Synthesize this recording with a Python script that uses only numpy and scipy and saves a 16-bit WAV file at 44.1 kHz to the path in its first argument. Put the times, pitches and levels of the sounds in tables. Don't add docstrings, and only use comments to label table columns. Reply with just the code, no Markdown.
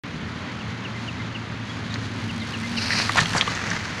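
import sys
import numpy as np
from scipy import signal
from scipy.fft import rfft, irfft, next_fast_len
from scipy.io import wavfile
from scipy.ndimage import uniform_filter1d, map_coordinates

SR = 44100
rng = np.random.default_rng(int(sys.argv[2]) if len(sys.argv) > 2 else 0)


def wav_out(sig):
    wavfile.write(sys.argv[1], SR, np.round(np.clip(np.atleast_2d(sig).T, -1, 1) * 32767).astype(np.int16))


N = 176400

# (time [s], level [dB])
SWISH_LEVEL = [(2.5, -80), (2.758, -46), (2.778, -26.5), (2.805, -32), (2.825, -26.5), (2.845, -32),
               (2.868, -27), (2.89, -32), (2.935, -25.5), (2.952, -28), (2.97, -22.5), (3.02, -29),
               (3.06, -35), (3.12, -46), (3.3, -80)]
CRUNCH_LEVEL = [(1.5, -82), (2, -56), (2.75, -38.5), (2.88, -33), (2.93, -29.5), (2.99, -30), (3.06, -36.5),
                (3.14, -36), (3.23, -31), (3.3, -33.5), (3.45, -37.5), (3.49, -31.5), (3.57, -33),
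                (3.72, -30.5), (3.8, -35), (4, -36)]
SPRAY_LEVEL = [(1.2, -47), (1.7, -47), (1.92, -42), (2.1, -44), (2.74, -41), (2.92, -57), (3.01, -30.5),
               (3.07, -33.5), (3.13, -36.5), (3.21, -26), (3.25, -34), (3.44, -34.5), (3.48, -32),
               (3.62, -38), (3.71, -35.5), (3.78, -37.5), (4, -40.5)]
# (frequency [Hz], gain [dB])
GRASS_EQ = [(1000, -40), (2300, 0), (2800, -1.5), (3400, -19), (3950, 1), (4600, 3.5), (5500, -2),
            (6300, -13), (7500, -22), (10300, -24.5), (15500, -65)]
GRIT_EQ = [(40, -40), (150, -59), (400, -5), (750, -5), (1200, -0.5), (1850, 3), (2600, -4), (3500, -15.5),
           (6000, -10), (12000, -44)]
WET_EQ = [(1500, 1.5), (3200, 2), (4400, 4), (5300, -3.5), (6600, -3), (8500, -19.5), (10300, -18),
          (12000, -32), (15500, -45)]
# (time [s], rise [s], fall [s], level before trim [dB], centre [Hz])
RATTLES = [(3.158, 0.0006, 0.0056, -22.5, 4500), (3.172, 0.0038, 0.024, -20, 994),
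           (3.173, .002, 0.0044, -18, 4332), (3.187, 0.013, 0.0058, -13, 1770),
           (3.204, 0.002, 0.0069, -20, 4600), (3.216, .006, 0.0031, -20, 1880),
           (3.354, 0.0011, 0.036, -24, 701.6), (3.369, 0.012, 0.03, -21.5, 1472),
           (3.376, 0.017, 0.018, -24.5, 5660), (3.424, .004, 0.005, -25, 1100),
           (3.476, 0.0072, 0.011, -23.5, 1700), (3.715, .010, 0.0094, -45, 1780)]
# (time [s], level [dB])
THUDS = [(3.193, -16), (3.217, -10), (3.353, -19)]
# (time [s], relative level [dB], pitch [Hz], ring t60 [s])
CLACKS = [(1.9415, -15, 4200, .004), (1.9585, -20, 1700, .004), (2.906, -7, 1900, .005),
          (2.923, -21, 1850, .025), (2.932, -17, 1900, .012), (2.989, -21, 2000, .012),
          (3.000, -8, 1500, .004), (3.094, -14, 1950, .011), (3.0945, -19, 1152, .036),
          (3.158, -14, 930, .011), (3.171, -16, 1950, .007), (3.178, -12, 1400, .007),
          (3.1845, -10, 2000, .005), (3.190, -13, 1900, .02), (3.213, -19, 4300, .006),
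          (3.257, -19, 3280, .016), (3.259, -16, 2100, .005), (3.338, -21, 1390, .012),
          (3.3505, -9, 820, .006), (3.363, -19, 1550, .012), (3.3815, -15, 4700, .012),
          (3.411, -4, 3250, .007), (3.4112, -9, 2150, .006), (3.415, -21, 3300, .035),
          (3.4755, -17, 2900, .005), (3.477, -21, 1136, .05), (3.551, -23, 6500, .006),
          (3.703, -20, 5800, .008), (3.715, -19, 1820, .014), (3.806, -21, 1880, .006)]
# (frequency [Hz], gain [dB])
TREBLE_LOSS = [(7000, 2.5), (10500, -9), (12000, -18), (16000, -37)]
# (frequency [Hz], relative level [dB], t60 [s])
FRAME_MODES = [(1140, -5, 0.1), (1295, -2, 0.11), (1675, 0, 0.08), (1810, 2, 0.08), (2050, 1, 0.04),
               (3210, -1, 0.05), (3580, 0, 0.07)]
# (time [s], rate [ticks/s], level [dB])
FREEWHEEL = [(1.5, 48, -71), (2.14, 37, -57), (2.19, 50, -49), (2.35, 53, -49.5), (2.58, 58, -46),
             (2.72, 98, -45.5), (3.05, 85, -37.5), (3.2, 83, -37), (3.25, 84, -44), (3.3, 75, -32),
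             (3.38, 82, -46), (3.42, 70, -76), (4, 140, -67)]
# (frequency [Hz], gain [dB])
PAWL_EQ = [(1000, -24), (2500, 16.5), (4500, 17.5), (6500, 3), (8500, 6.5), (10300, 1), (12000, -8),
           (14300, -15), (15500, -32)]
# (time [s], half-width [s], level [dB])
SCUFFS = [(0.706, .035, -46.5), (1.036, 0.087, -44), (1.717, 0.077, -44.5), (2.05, 0.028, -41)]
# (time [s], level [dB])
CHIRPS = [(0.592, -35), (.838, -30.5), (1.070, -28.5), (1.339, -29.5), (2.283, -30.5), (2.526, -29),
          (2.763, -25.5)]
ARCHED_NOTES = [(.70, -42.5), (.935, -35), (1.18, -34.5), (2.40, -33.5), (2.625, -30.5)]
# (time [s], level [dB], start pitch [Hz], end pitch [Hz], rasp depth [Hz])
HIGH_CALLS = [(1.675, -36.5, 3200, 3420, 30), (1.885, -39, 3900, 3650, 60), (2.389, -36, 4120, 3063, 240)]
# (time [s], pitch [Hz], level [dB])
FAR_ENGINE = [(0, 118.8, -48.5), (.7, 116.5, -39.5), (1.6, 112.4, -36.5), (2.2, 108.5, -35),
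              (2.55, 105.4, -37.5), (3.05, 107.3, -35.5), (4, 101.5, -41)]
UPPER_HUM = [(1.2, 235, -52), (2, 230, -41), (2.25, 229, -35.5), (2.5, 225, -37), (2.75, 221, -31.5),
             (2.92, 223, -31.5), (3.05, 227, -38), (3.4, 218, -56)]
LATE_HUM = [(3.1, 172, -54), (3.2, 171, -42), (3.5, 171.8, -37), (4, 169.4, -50.5)]
# (frequency [Hz], gain [dB])
WIND_EQ = [(210, -17), (350, 0.5), (444, 0), (726, -3.5), (936, -0.5), (1480, 0.5), (2070, -1),
           (2420, -4.5), (2890, -6.5), (3170, -6), (6480, -24.5), (7960, -39.5), (10600, -47), (15500, -75)]
TRAFFIC_EQ = [(20, -48), (30, -49), (45, -16.5), (62, -19), (85, -5.5), (110, -6), (140, -8), (185, -5.5),
              (240, -6), (290, -11.5), (400, -26), (600, -32), (1200, -120)]
# (time [s], level [dB])
TRAFFIC_LEVEL = [(0.1, -34), (1.2, -36), (2.2, -34), (3.2, -34), (4, -35)]
# (frequency [Hz], side over mid [dB])
WIDTH = [(30, -27), (120, -82), (350, -40.5), (1500, -60.5), (3500, -50), (7000, -28), (10000, -28),
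         (13000, -3)]


def amp(db):
    return 10 ** (np.asarray(db) / 20)


def unit(x):
    return x / np.sqrt(np.mean(x ** 2) + 1e-20)


def curves(rows):
    times, *columns = np.transpose(rows)
    return [np.interp(np.arange(N) / SR, times, column) for column in columns]


def wobble(rate):
    return map_coordinates(rng.standard_normal(1024), [np.arange(N) * rate / SR], mode="wrap")


def filtered(x, response):
    n = x.shape[-1]
    padded = next_fast_len(n + 4096)
    return irfft(rfft(x, padded) * response(np.fft.rfftfreq(padded, 1 / SR)), padded)[..., :n]


def eq(x, points):
    freqs, db = np.transpose(points)
    return filtered(x, lambda hz: amp(np.interp(np.log(hz + 1), np.log(freqs + 1), db)))


def resonance(x, centre_hz, octaves, skirt_db):
    bell = lambda hz: np.exp(-.5 * (np.log2((hz + 1) / centre_hz) / octaves) ** 2) + amp(skirt_db)
    return unit(eq(filtered(x, bell), TREBLE_LOSS))


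def grains(per_s, spread_db, share):
    hits = (rng.random(N) < per_s / SR) * rng.choice([-1, 1], N)
    sizes = amp(spread_db * np.minimum(rng.exponential(size=N), 4))
    return np.sqrt(share) * unit(hits * sizes) + np.sqrt(1 - share) * rng.standard_normal(N)


def add(out, s, sound):
    part = out[round(s * SR):][:len(sound)]
    part += sound[:len(part)]


def tyres():
    def surface(texture, colour, level, flutter_rate, flutter_db=1.5):
        return unit(eq(texture, colour)) * amp(curves(level)[0] + flutter_db * wobble(flutter_rate))

    swish = surface(grains(per_s=6300, spread_db=3.7, share=.34), GRASS_EQ, SWISH_LEVEL, 90)
    spray = surface(grains(per_s=2500, spread_db=2.6, share=.59), WET_EQ, SPRAY_LEVEL, 110)
    crunch = surface(grains(per_s=800, spread_db=4, share=.65), GRIT_EQ, CRUNCH_LEVEL, 110)
    return swish + spray + crunch


def landings(rattle_trim_db=-2, thud_hz=155, thud_rise_s=.0023, thud_t60=.059):
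    out, t = np.zeros(N), np.arange(N) / SR
    for s, rise, fall, db, hz in RATTLES:
        swell = np.exp(-np.maximum((s - t) / rise, (t - s) / fall))
        contacts = grains(per_s=2500, spread_db=2.5, share=.7)
        out += amp(db + rattle_trim_db) * swell * resonance(contacts, hz, octaves=.64, skirt_db=-26)
    attack = 1 - np.exp(-t / thud_rise_s)
    for s, db in THUDS:
        add(out, s, attack * amp(db - 60 * t / thud_t60) * np.sin(2 * np.pi * thud_hz * t))
    return out


def clacks(blur_hz=70, rise_s=.0003, crack_db=-16.5, crack_t60=.032):
    out, t = np.zeros(N), np.arange(SR // 10) / SR
    for s, db, hz, t60 in CLACKS:
        phase_drift = np.sqrt(2 * np.pi * blur_hz / SR) * np.cumsum(rng.standard_normal(len(t)))
        envelope = (1 - np.exp(-t / rise_s)) * amp(-60 * t / t60)
        ring = 1.5 * envelope * np.sin(2 * np.pi * hz * t + phase_drift)
        noise = resonance(rng.standard_normal(len(t)), hz, octaves=.5, skirt_db=-57)
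        crack = noise * amp(crack_db - 60 * t / crack_t60)
        add(out, s, amp(db) * (ring + crack))
    return eq(out, TREBLE_LOSS)


def frame_ring(impacts, ring_db=-11):
    t = np.arange(SR // 8) / SR
    modes = sum(amp(db - 60 * t / t60) * np.sin(2 * np.pi * hz * t) for hz, db, t60 in FRAME_MODES)
    ring = unit(signal.fftconvolve(impacts, modes)[:N])
    return impacts + amp(ring_db) * np.std(impacts) * ring


def freewheel(jitter=.12, rise_s=.0008, decay_s=.0024):
    rate, db = curves(FREEWHEEL)
    teeth_passed = np.cumsum(rate * (1 + jitter * wobble(40))) / SR
    tick_db = rng.uniform(-3, 5, N)[teeth_passed.astype(int)]
    age = (teeth_passed % 1) / rate
    envelope = (1 - np.exp(-age / rise_s)) ** 2 * np.exp(-age / decay_s)
    snaps = amp(tick_db) * envelope * rng.standard_normal(N)
    return unit(eq(snaps, PAWL_EQ)) * amp(db)


def scuffs():
    t = np.arange(N) / SR
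    swells = sum(amp(db) * np.exp(-((t - s) / half_width) ** 2) for s, half_width, db in SCUFFS)
    return swells * unit(eq(rng.standard_normal(N), WET_EQ))


def bird(chirp_s=.0382, chirp_hz=3248, fall_hz=875, note_s=.054, note_hz=1937, arch_hz=155, call_s=.057):
    def whistle(hz, progress):
        return np.sin(np.pi * progress) ** 2 * np.sin(2 * np.pi * np.cumsum(hz) / SR)

    out = np.zeros(N)
    progress = np.linspace(0, 1, int(chirp_s * SR))
    for s, db in CHIRPS:
        detune = rng.normal(1, .0018)
        add(out, s, amp(db) * whistle((chirp_hz - fall_hz * progress) * detune, progress))
    progress = np.linspace(0, 1, int(note_s * SR))
    for s, db in ARCHED_NOTES:
        add(out, s, amp(db) * whistle(note_hz + arch_hz * np.sin(np.pi * progress), progress))
    progress = np.linspace(0, 1, int(call_s * SR))
    for s, db, from_hz, to_hz, rasp_hz in HIGH_CALLS:
        glide = from_hz + (to_hz - from_hz) * progress
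        rasp = rasp_hz * wobble(400)[:len(progress)]
        add(out, s, amp(db) * whistle(glide + rasp, progress))
    return out


def drone(rows, waver_hz, flutter_db):
    hz, db = curves(rows)
    phase = 2 * np.pi * np.cumsum(hz + waver_hz * wobble(14)) / SR
    return np.sqrt(2) * np.sin(phase) * amp(db + flutter_db * wobble(12))


def open_air(wind_db=-37):
    wind = unit(eq(rng.standard_normal(N), WIND_EQ)) * amp(wind_db + .77 * wobble(10.61))
    traffic = unit(eq(rng.standard_normal(N), TRAFFIC_EQ))
    return wind + traffic * amp(curves(TRAFFIC_LEVEL)[0] + .81 * wobble(7.46))


def stereo_side(mid):
    envelope = np.sqrt(np.abs(uniform_filter1d(mid ** 2, size=1024)))
    spectrum = np.sqrt(np.abs(uniform_filter1d(np.abs(rfft(mid)) ** 2, size=401)))
    diffuse = unit(irfft(rfft(rng.standard_normal(N)) * spectrum, N))
    return eq(diffuse * envelope, WIDTH)


def scene():
    drones = drone(FAR_ENGINE, waver_hz=.95, flutter_db=1.4)
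    drones += drone(UPPER_HUM, waver_hz=7, flutter_db=2.8)
    drones += drone(LATE_HUM, waver_hz=1.4, flutter_db=4.6)
    bicycle = freewheel() + tyres() + frame_ring(landings() + clacks())
    mid = open_air() + drones + bird() + scuffs() + bicycle
    side = stereo_side(mid)
    return np.array([mid + side, mid - side])


def record(dry):
    start_s, top_hz = .036, 15600
    return filtered(dry * (np.arange(N) > start_s * SR), lambda hz: hz < top_hz)


dry = scene()
out = record(dry)
wav_out(out)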